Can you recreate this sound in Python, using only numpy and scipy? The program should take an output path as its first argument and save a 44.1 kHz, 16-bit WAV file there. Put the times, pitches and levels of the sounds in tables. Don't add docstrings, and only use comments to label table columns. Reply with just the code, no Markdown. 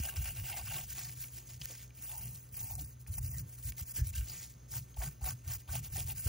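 import sys
import numpy as np
from scipy import signal
from scipy.fft import rfft, irfft
from scipy.io import wavfile
from scipy.ndimage import uniform_filter1d

SR = 44100
rng = np.random.default_rng(int(sys.argv[2]) if len(sys.argv) > 2 else 0)


def int16_out(signal):
    q = np.round(np.clip(np.atleast_2d(signal).T, -1, 1) * 32767)
    wavfile.write(sys.argv[1], SR, q.astype(np.int16))


def magnitude_from_level(level_db):
    exponent = np.asarray(level_db, float) / 20
    return 10 ** exponent


N = 276948


def evened(x):
    return x / np.sqrt(np.mean(x ** 2) + 1e-20)


def read(points):
    hz, value = np.transpose(points)
    return np.interp(np.log(np.fft.rfftfreq(N, 1 / SR) + 1), np.log(hz + 1), value)


def columns(rows):
    s, *values = np.transpose(rows)
    return [np.interp(np.arange(N) / SR, s, v) for v in values]


def colour(x, points):
    return evened(irfft(rfft(x) * magnitude_from_level(read(points)), N))


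def ring(x, modes):
    out = 0
    for k, (hz, width_hz, db) in enumerate(modes):
        pole = np.exp((-np.pi * abs(width_hz) + 2j * np.pi * hz) / SR)
        mode = signal.lfilter([1 - abs(pole)], [1, -pole], x).real
        out = out + (-1) ** k * magnitude_from_level(db) * mode
    return evened(out)


def drift(seconds):
    size = max(int(seconds * SR), 2)
    return evened(uniform_filter1d(uniform_filter1d(rng.standard_normal(N), size), size))


def swells(start_s, length_s, peak, db, hold, curve):
    power = np.zeros(N)
    for s, span_s, top, level_db in np.broadcast(start_s, length_s, np.clip(peak, .05, .95), db):
        at = np.arange(max(round(s * SR), 0), min(round((s + span_s) * SR), N))
        u = (at / SR - s) / span_s
        effort = np.clip(hold * np.minimum(u / top, (1 - u) / (1 - top)), 0, 1)
        power[at] += (magnitude_from_level(level_db) * effort ** curve) ** 2
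    return power


def ports(pair, same, lean_db=0):
    # frequency in Hz, lead of the left port in radians
    lead = [(4000, 0), (5700, -.5), (7000, -1.3), (8500, -1.9), (10200, -2.55), (11300, -3.0),
            (12600, -3.3), (13500, -3.75), (16000, -4.8)]
    likeness = np.clip(read(same), -1, 1)
    shared, opposed = rfft(pair) * np.sqrt([(1 + likeness) / 2, (1 - likeness) / 2])
    turn = np.exp(.5j * read(lead)) * magnitude_from_level(lean_db / 2)
    return irfft([(shared + opposed) * turn, (shared - opposed) / turn], N)


def room():
    # frequency in Hz, level in dB
    air_points = [(30, -32), (60, -3), (95, -17.5), (170, -5.5), (300, -12.5), (1200, -24.5), (2350, -29),
                  (3700, -31.5), (6000, -29), (8600, -58), (10600, -22.5), (13000, -32), (15700, -35)]
    # frequency in Hz, waver width in Hz, level in dB
    hum = [(58, 4, -57.5), (120.6, 0.8, -54), (6460, 3.3, -84), (12600, 30, -93.5)]
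    waver_depths_db = [2.5, 1.2, 4, 2]
    air = magnitude_from_level(-64.5 + drift(0.075)) * colour(rng.standard_normal((2, N)), air_points)
    for (hz, width_hz, db), waver_db in zip(hum, waver_depths_db):
        turns = np.cumsum(hz + width_hz * drift(3 / width_hz ** .5 / 20)) / SR
        air[0] += magnitude_from_level(db + waver_db * drift(0.048)) * np.sin(2 * np.pi * turns)
    return air


def whine():
    mode = [(6465, 110, 0)]
    noise = rng.standard_normal((2, N))
    return magnitude_from_level(-74 + 3.5 * drift(0.038)) * ring(ring(noise, mode), mode)


def patchy(x, patch_db):
    z = signal.stft(x, nperseg=512, noverlap=384)[2]
    field = rng.standard_normal(z.shape[:0:-1])
    field = uniform_filter1d(uniform_filter1d(field, 4, 0), 12, 1)
    return signal.istft(z * magnitude_from_level(patch_db * evened(field).T), nperseg=512, noverlap=384)[1][:, :N]


def brush(ticks_per_s=4000, clump_db=1.5, slide=2.2):
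    # start in seconds, length in seconds, share spent pressing in 0-1, contact in dB, weight
    # on the tray in dB re contact
    strokes = [(-.06, 0.18, 0.85, -42, -17), (0.098, 0.085, 0.4, -53, -7), (0.154, 0.12, 0.02, -45, -18.5),
               (0.202, 0.14, 0.51, -43, -18.5), (0.328, 0.11, 0.45, -47, -15.5), (.4, 0.12, 0.34, -49, -12),
               (0.432, 0.11, 0.63, -43, -20), (0.523, 0.12, 0.47, -45, -8.5),
               (0.62, 0.2, 0.47, -43.5, -18.5), (0.713, 0.15, 0.34, -43, -12.5),
               (0.856, 0.099, 0.7, -47, -31), (0.942, 0.22, 0.13, -47, -14), (1.07, 0.094, 0.6, -61, -28),
               (1.147, .1, 0.93, -46.5, -45), (1.237, 0.075, 0, -53, -30), (1.3, 0.11, 0.69, -49.5, -28),
               (1.392, 0.065, 0.25, -58.5, -19), (1.447, 0.14, 0.43, -55.5, -17),
               (1.593, 0.073, 0.76, -51, -24), (1.653, 0.15, 0.27, -54, -22), (1.744, 0.13, 0.68, -56, -22),
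               (1.94, 0.14, 0.4, -55.5, -20), (2.011, 0.078, 0.39, -46.5, -21), (2.051, 0.19, 0.32, -45, -18),
            (2.169, 0.28, 0.058, -47.5, -21), (2.415, 0.1, 0.18, -59.5, -18),
            (2.511, 0.15, 0.59, -44.5, -25), (2.599, 0.14, 0.52, -46, -23), (2.692, 0.058, 0.44, -44, -24),
            (2.746, 0.024, 0.29, -46, -19), (2.769, 0.041, 0.71, -42, -23), (2.804, 0.065, 0.094, -46, -38),
            (2.851, 0.098, 0.26, -56, -32), (2.99, 0.047, 0.43, -58, -29), (3.07, 0.045, 0.22, -52.5, -17),
            (3.105, 0.062, 0.77, -44, -31), (3.168, 0.027, 0.6, -41, -22), (3.206, 0.12, 0.37, -45, -31),
            (3.3, 0.052, 1, -46, -20), (3.349, 0.075, 0.4, -43.5, -33), (3.452, 0.11, 0.97, -53, -28),
            (3.56, 0.072, 0.46, -53.5, -26), (3.615, 0.095, 0.81, -43.5, -36),
            (3.764, 0.081, 0.37, -43, -26), (3.845, 0.082, 0.96, -46.5, -39),
            (3.935, 0.044, 0.5, -44.5, -27), (3.956, 0.063, 0.23, -39, -35),
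            (4.031, 0.079, 0.77, -44.5, -39), (4.122, 0.041, .4, -51.5, -32),
            (4.147, 0.065, 0.22, -42, -48), (4.188, 0.078, 0.2, -50.5, -33), (4.23, 0.23, 0.34, -49, -16),
            (4.361, 0.14, 0.59, -58.5, -17), (4.481, 0.057, 0.49, -61.5, -25),
               (4.676, 0.034, 0.56, -61.5, -27), (4.702, 0.11, 0.53, -43, -17),
              (4.805, 0.046, 0.33, -56.5, -27), (4.858, 0.091, 0.62, -68, -12),
              (4.96, 0.038, 0.24, -55, -23), (4.975, 0.12, 0.54, -42.5, -9),
              (5.08, 0.069, 0.11, -57.5, -28), (5.209, 0.032, 0.21, -56, -8),
              (5.22, 0.12, 0.45, -41.5, -9.5), (5.437, 0.056, 0.37, -58, -7.5),
              (5.467, 0.11, 0.44, -42, -16.5), (5.578, 0.052, 0.36, -56.5, -23),
              (5.674, 0.066, 0.23, -53.5, -2), (5.689, 0.12, 0.54, -41.5, -14),
              (5.825, 0.062, 0.3, -46, -17), (5.893, 0.052, 0.35, -54, -25),
              (5.914, 0.14, 0.5, -41.5, -18.5), (6.055, 0.082, 0.54, -40.5, -18),
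              (6.148, 0.082, 0.56, -43, -32), (6.224, 0.14, 0.45, -40, -22)]
    # time in seconds, disc ring in dB, bristles laid flat in dB, both re contact
    place = [(0, -2.5, -10), (.75, -1, -6), (1.0, -11, -0.5), (1.3, -11, -5), (1.75, -7.5, 2),
             (2.1, -12, -12), (2.85, -17, -14), (3.3, -18, -12.5), (3.7, -15, -9), (4.08, -20.5, -9),
             (4.2, -3.5, -7), (4.45, -18, 4.5), (4.75, -18, -4.5), (5.05, -12.5, -7), (5.5, -9, -5.5),
             (5.85, -7, -6.5), (6.28, -9, -7.5)]
    # frequency in Hz, level in dB
    fizz = [(3000, -33.5), (7000, -13), (9000, -10), (10600, 0), (13000, -1), (15200, -0.5), (16500, -3.5)]
    # frequency in Hz, level in dB
    body = [(300, -42), (1100, -26.5), (1800, -9), (3850, -10.5), (5000, -4.5), (5800, -4.5), (8000, -9),
            (10000, -10)]
    # frequency in Hz, width in Hz, level in dB re scrape
    rim = (6690, 250, -9.5)
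    # frequency in Hz, width in Hz, level in dB
    tray_modes = [(369, 27, 0.5), (555, 270, -10.5), (767, 295, 2), (973, 28, 0), (1112, 39, 2),
                  (1534, 64, 8), (1880, 670, -11.5)]
    # frequency in Hz, width in Hz, level in dB
    disc_modes = [(1549, 160, 9), (1670, 130, -1), (2380, 350, 2.5), (2817, 62, 17), (3052, 420, 0.5)]
    resting_db, trail_s, trail_db = -75, 0.045, -16.5
    press_curve = 1.2
    tick_spread_db = 4.6

    start_s, length_s, peak, db, weight_db = np.transpose(strokes)
    rubbing = swells(start_s, length_s, peak, db, 1.145, 0.61)
    keep = np.exp(-1 / (trail_s * SR))
    trailing = magnitude_from_level(2 * trail_db) * signal.lfilter([1 - keep], [1, -keep], rubbing)
    resting = magnitude_from_level(2 * resting_db)
    contact = np.sqrt(rubbing + trailing + resting)
    bearing = swells(start_s, length_s, peak, db + weight_db + 4.0, 0.79, press_curve)
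    weight = np.sqrt(bearing + magnitude_from_level(2 * (resting_db - 8)))
    pressing = np.sqrt(swells(start_s, length_s, peak, db, 0.86, press_curve) + trailing + resting)

    disc_db, flat_db = columns(place)
    happens = rng.random(N) < ticks_per_s / SR
    size = magnitude_from_level(tick_spread_db * np.minimum(rng.exponential(1, N), 4.1)) * happens
    clumps = magnitude_from_level(clump_db * drift(0.0041))
    drive = evened(clumps * (slide + evened(size)) * rng.standard_normal((2, N)))

    tips = contact * magnitude_from_level(2.0) * colour(drive, fizz)
    scrape = colour(drive, body) + magnitude_from_level(rim[2]) * ring(drive, [rim])
    tray = drive * weight * magnitude_from_level(-1.0)
    disc = drive * pressing * magnitude_from_level(disc_db - 4.0)
    rings = np.std(tray) * ring(tray, tray_modes) + np.std(disc) * ring(disc, disc_modes)
    return patchy(tips + contact * magnitude_from_level(flat_db - 3.5) * scrape + rings, 2.8) + hollow(drive)


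def table(steady=0.74):
    # start in seconds, length in seconds, shake in dB, upper modes in dB re shake
    pushes = [(-.024, 0.12, -43.5, -21), (0.157, 0.1, -36.5, -17), (0.23, 0.17, -45.5, -11),
              (0.371, 0.094, -38, -14), (0.487, 0.069, -48.5, -5), (0.56, 0.36, -47, -7),
              (0.843, 0.46, -54.5, -4.5), (1.49, 0.23, -54, -5), (2.142, 0.27, -53, 0.5),
              (2.519, 0.059, -49, -18), (2.606, 0.071, -42, -13), (2.685, 0.24, -44.5, -6.5),
              (3.083, 0.054, -34.5, -38), (3.14, 0.25, -39, -8), (3.276, 0.23, -45.5, -1),
              (3.637, 0.099, -39.5, -7.5), (3.81, 0.03, -38.5, -10), (3.958, 0.11, -43.5, -3),
              (4.033, 0.16, -40.5, -20), (4.152, 0.12, -38.5, -34), (4.228, 0.27, -53, -9),
              (4.69, 0.17, -50, 0), (4.966, 0.053, -44, -29), (5.023, 0.093, -54.5, 8),
              (5.205, 0.18, -45.5, -5), (5.437, 0.17, -40.5, -14.5), (5.679, 0.19, -44, -1.5),
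              (5.875, 0.24, -41.5, -7.5), (5.982, 0.26, -42.5, -11.5), (6.257, 0.053, -25.5, -18)]
    # start in seconds, peak in dB, ring in Hz, t60 in seconds
    bumps = [(-.02, -6, 65.5, 0.067), (0.174, -22.5, 58, 0.19), (3.077, -41, 72.5, 0.22),
             (2.206, -36, 96, .1), (3.988, -26, 122.8, 0.17), (4.0066, -8, 65, 0.072),
             (4.174, -22, 58, 0.18), (4.968, -26, 54, 0.23), (5.218, -19, 58.6, 0.088),
             (5.683, -25.5, 70, 0.13), (6.252, -20.5, 79, 0.45)]
    # frequency in Hz, width in Hz, level in dB
    low_modes = [(58, 20.9, -0.5), (100, 33.9, -1.5), (113.9, 14.8, -6)]
    # frequency in Hz, width in Hz, level in dB
    upper_modes = [(127.4, 19.8, 7), (163, 77, -10), (204, 32, -32)]
    start_s, length_s, db, upper_db = np.transpose(pushes)
    still = magnitude_from_level(2 * -65)
    shake = np.sqrt(swells(start_s, length_s, 0.23, db - 0.5, 0.97, 0.72) + still)
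    upper = np.sqrt(swells(start_s, length_s, 0.54, db + upper_db + 5.5, 0.79, 0.98) + still)
    low = ring(rng.standard_normal(N), low_modes)
    high = ring(rng.standard_normal(N), upper_modes)
    low = evened(low / uniform_filter1d(low ** 2, 1800) ** (steady / 2))
    out = shake * low + upper * high
    for s, peak_db, hz, t60_s in bumps:
        t = np.maximum(np.arange(N) / SR - s, 0)
        swing = (1 - np.exp(-t / 0.015)) * np.sin(2 * np.pi * hz * t)
        out += magnitude_from_level(peak_db - 60 * t / t60_s) * swing
    return signal.sosfilt(signal.butter(3, [38, 260], "bandpass", fs=SR, output="sos"), out)


def hollow(drive):
    # start in seconds, length in seconds, share pressing in 0-1, level in dB, ring in Hz
    loads = [(0.034, 0.094, 0.2, -58.5, 730), (0.245, 0.099, 0.14, -61.5, 750),
             (0.472, 0.087, 0.8, -50, 790), (0.56, 0.067, 0.4, -56, 750), (0.688, 0.072, 0.6, -55, 810),
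             (.76, 0.094, 0.15, -56.5, 750), (2.099, 0.16, 0.13, -57.5, 857), (2.58, 0.12, 0.65, -66, 840),
             (2.695, 0.072, 0.1, -56.5, 795), (2.769, 0.046, 0.46, -59, 710), (3.33, .06, .5, -58.5, 1890),
             (3.77, .05, .4, -62, 2100), (3.96, 0.044, .4, -59, 1600), (4.137, .06, .4, -58.5, 1600),
             (.49, .12, 0.4, -55, 2100), (4.735, 0.02, 0.3, -58, 790), (4.966, 0.023, 0.25, -52, 830),
             (5.0, 0.056, 0.24, -50, 746), (5.205, 0.063, 0.3, -59, 830), (5.25, 0.043, 0.8, -50, 750),
             (5.671, 0.028, 0.3, -63, 820), (5.727, 0.056, 0.3, -58, 696), (5.953, 0.092, 0.06, -57, 710),
             (6.074, 0.073, 0.3, -61, 790)]
    out = np.zeros((2, N))
    for s, span_s, top, db, hz in loads:
        at = slice(round(s * SR), round((s + span_s) * SR))
        mode = [(hz, 233, 0)]
        load = np.sqrt(swells([s], span_s, top, db, 0.85, 1)[at])
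        out[:, at] += load * ring(ring(drive[:, at], mode), mode)
    return out


def bursts(rows, trim_db, t60_s, from_hz):
    out, t = np.zeros((2, N + 1000)), np.arange(800) / SR
    noise = np.sign(rng.standard_normal((len(rows), 2, len(t)))) * [[1], [.4]]
    for (s, db), burst in zip(rows, noise):
        at = round(s * SR)
        out[:, at:at + len(t)] += magnitude_from_level(db + trim_db - 60 * t / t60_s) * burst
    return signal.lfilter(*signal.butter(2, from_hz, "highpass", fs=SR), out[:, :N])


def clicks():
    # time in seconds, peak in dB
    strikes = [(.1612, -36), (.3633, -37), (1.2123, -46), (1.6138, -36), (1.6564, -22), (2.3597, -45),
               (2.7538, -27.5), (2.7863, -41.5), (2.8112, -28.5), (3.0132, -46), (3.0442, -52),
               (3.1819, -34), (3.7820, -37.5), (3.9596, -35.5), (3.9766, -29), (4.1542, -33), (4.9440, -48),
               (4.9783, -46), (5.2397, -40), (5.4427, -52), (5.7086, -43), (5.9012, -42), (6.0713, -38),
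               (6.2534, -36)]
    return bursts(strikes, 2.5, t60_s=.0022, from_hz=6500)


def knocks(hits, tick_db, crack=1.07, breadth=0.27, tick_t60_s=0.003):
    out, t = np.zeros((2, N + 4000)), np.arange(3000) / SR
    noise = rng.standard_normal((len(hits), 2, len(t)))
    for (s, db, hz, t60_s), crackle in zip(hits, noise):
        at = round(s * SR)
        body = np.sin(2 * np.pi * hz * t) + crack * ring(crackle, [(hz, breadth * hz, 0)])
        bright = magnitude_from_level(tick_db - 60 * t / tick_t60_s) * crackle
        out[:, at:at + len(t)] += magnitude_from_level(db - 10.0) * (magnitude_from_level(-60 * t / max(t60_s, .003)) * body + bright)
    return out[:, :N]


def snaps():
    # time in seconds, peak in dB, ring in Hz, t60
    # in seconds
    tufts = [(0.166, -34, 5150, 0.015), (0.4429, -41, 2860, 0.021), (1.2092, -60, 6050, 0.019),
             (1.6146, -39, 2910, 0.031), (1.6565, -41, 1910, 0.026), (1.709, -39, 6150, 0.016),
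             (2.1152, -34.5, 2710, 0.015), (2.179, -43, 6500, 0.018), (2.5939, -37.5, 6360, 0.099),
             (2.753, -57, 4530, 0.016), (2.812, -56, 6460, 0.0086), (3.065, -43.5, 2420, 0.015),
             (3.1835, -40, 7140, 0.02), (3.7214, -38.5, 2280, 0.018), (3.782, -40, 5460, 0.01),
             (3.961, -34, 6060, 0.016), (3.9783, -45, 1710, 0.21), (4.136, -42, 2700, 0.065),
             (4.153, -45, 6900, 0.017), (4.181, -34.5, 6400, 0.024), (4.2966, -39.5, 4940, 0.075),
             (4.7163, -55, 6740, 0.011), (4.9428, -53, 3230, 0.035), (4.973, -45, 2660, 0.01),
             (5.2163, -47, 2760, 0.018), (5.4778, -34, 6040, 0.02), (5.678, -49, 2930, 0.017),
             (5.84, -49, 2644, 0.016), (6.0044, -31.5, 2880, 0.013), (6.0747, -33, 6460, 0.0054),
             (0.397, -40, 2760, 0.015), (0.5259, -34.5, 2740, 0.065), (0.964, -46, 2720, 0.015),
             (1.0044, -32, 5930, 0.013), (1.094, -38, 2210, 0.025), (1.2244, -37, 5900, 0.015),
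             (1.2416, -38.5, 2260, 0.022), (1.5424, -40.5, 5740, 0.019), (1.729, -44, 5520, 0.015),
             (1.752, -43.5, 2000, 0.017), (1.8148, -49, 2130, 0.024), (1.9058, -49, 2350, 0.02),
             (2.0385, -41, 5810, 0.013), (2.5424, -45.5, 2440, 0.026), (2.7027, -45, 2360, 0.015),
             (2.7914, -52, 5460, 0.014), (2.862, -64, 5130, 0.011), (3.3428, -48, 1940, 0.018),
             (3.676, -50, 6070, 0.015), (5.017, -36.5, 1760, 0.027), (5.855, -47.5, 2660, 0.015),
             (5.9665, -38, 2770, 0.015), (6.101, -36.5, 2880, 0.015),
             (0.1673, -32, 5240, 0.023), (1.615, -35, 5270, 0.011), (1.618, -30, 3080, 0.013),
              (1.653, -50, 4000, 0.011), (2.7537, -49, 5040, 0.01), (2.81, -56, 5600, .02),
              (3.784, -47, 5500, .015), (4.739, -37.5, 1480, .015), (5.443, -57, 1500, 0.028),
              (4.9432, -48, 4200, .012), (6.266, -37, 450, 0.045), (6.27, -44, 1400, .03)]
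    return knocks(tufts, tick_db=-28)


def flicks():
    # time in seconds, peak in dB
    releases = [(1.1343, -48), (1.1727, -36.5), (1.8774, -44), (1.903, -50), (1.944, -56), (2.1156, -49),
                (2.179, -36), (2.2802, -32.5), (2.3544, -34), (2.3586, -32), (2.3754, -40.5),
                (2.4274, -61.5), (2.452, -65), (2.4513, -60), (2.49, -46), (3.0017, -50), (3.0134, -52),
                (3.023, -48), (3.043, -59), (3.0544, -56), (3.26, -32), (3.7217, -33), (4.4234, -46),
                (4.5394, -44), (4.5484, -61.5), (4.5584, -68), (4.8184, -52), (4.8868, -52), (4.8944, -64),
                (5.0248, -29), (5.4779, -54), (5.8376, -46), (6.0045, -25), (6.0826, -37)]
    return bursts(releases, -5, t60_s=0.008, from_hz=5000)


def taps():
    # time in seconds, peak in dB, ring in Hz
    contacts = [(1.374, -54, 367), (1.697, -46.5, 450), (2.811, -48, 287), (3.983, -45.5, 285),
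                (5.05, -57, 201), (5.78, -53, 197), (5.769, -59, 281), (5.976, -44.5, 335)]
    return knocks([(*row, 0.13) for row in contacts], tick_db=-30)


def scene():
    # frequency in Hz, likeness -1 to 1
    air_same = [(150, 0.83), (250, 0.32), (420, 0.25), (800, -0.66), (1200, 0.24), (1600, 1), (5000, 0.96),
                (8000, 0.6), (11000, 0.97), (13000, .97), (15000, 0.95)]
    # frequency in Hz, likeness -1 to 1
    brush_same = [(400, .6), (750, .9), (1050, .7), (1450, .995), (5000, .995), (8000, .78), (11200, .985),
                  (12800, .985), (15000, .91)]
    # frequency in Hz, left minus right in dB
    lean = [(450, 0), (750, 3.5), (1100, 1), (1400, 0)]
    background = ports(room() + whine(), air_same)
    rubbing = brush() + clicks() + snaps() + flicks() + taps()
    return background + ports(rubbing, brush_same, read(lean)) + table()


def thinned(x, size=8):
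    whole_s = [.1, .123, 1.237, 1.261, 2.352, 2.491, 2.747, 3.42, 3.722, 3.908, 3.931, 4.186, 4.883]
    offset = 728
    under_other_db, under_treble_db, ragged_db, spared_db = -13.3, -16.3, 2.0, 7
    window = np.sin(np.pi * (np.arange(2048) + .5) / 2048)
    mid_side = np.pad([x[0] + x[1], x[0] - x[1]], [(0, 0), (offset, 0)])
    hz, _, z = signal.stft(mid_side, SR, window, 2048, 1024)
    bands = np.arange(len(hz)) // size
    energy = abs(z) ** 2
    power = np.add.reduceat(energy, np.arange(0, len(hz), size), axis=1)[:, bands]
    broad = np.add.reduceat(energy, np.arange(0, len(hz), 2 * size), axis=1)[:, bands // 2]
    treble = power[:, (hz > 9e3) & (hz < 15e3)].sum(0).mean(0)
    ragged = rng.standard_normal((z.shape[2], bands[-1] // 4 + 1)).T[bands // 4]
    weak = broad < magnitude_from_level(2 * (under_other_db + ragged_db * ragged)) * broad[::-1]
    weak |= (power < magnitude_from_level(2 * under_treble_db) * treble) & ((hz > 2800) & (hz < 4800))[:, None]
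    attack = np.isin(np.arange(len(treble)), np.round((np.multiply(whole_s, SR) + offset) / 1024))
    spared = magnitude_from_level(spared_db) * (attack & (hz > 9e3)[:, None])
    kept = z * np.where(weak & (hz > 1350)[:, None], spared, 1)
    mid, side = signal.istft(kept, SR, window, 2048, 1024)[1][:, offset:offset + N]
    return np.array([mid + side, mid - side]) / 2


def top_cut(x):
    return signal.sosfilt(signal.butter(12, 16830, fs=SR, output="sos"), x)


def record(dry):
    lowpass = signal.firwin(2047, 15770, window=("kaiser", 9), fs=SR)
    limited = signal.oaconvolve(dry, lowpass[None], "same")
    return top_cut(thinned(limited))


dry = scene()
out = record(dry)
int16_out(out)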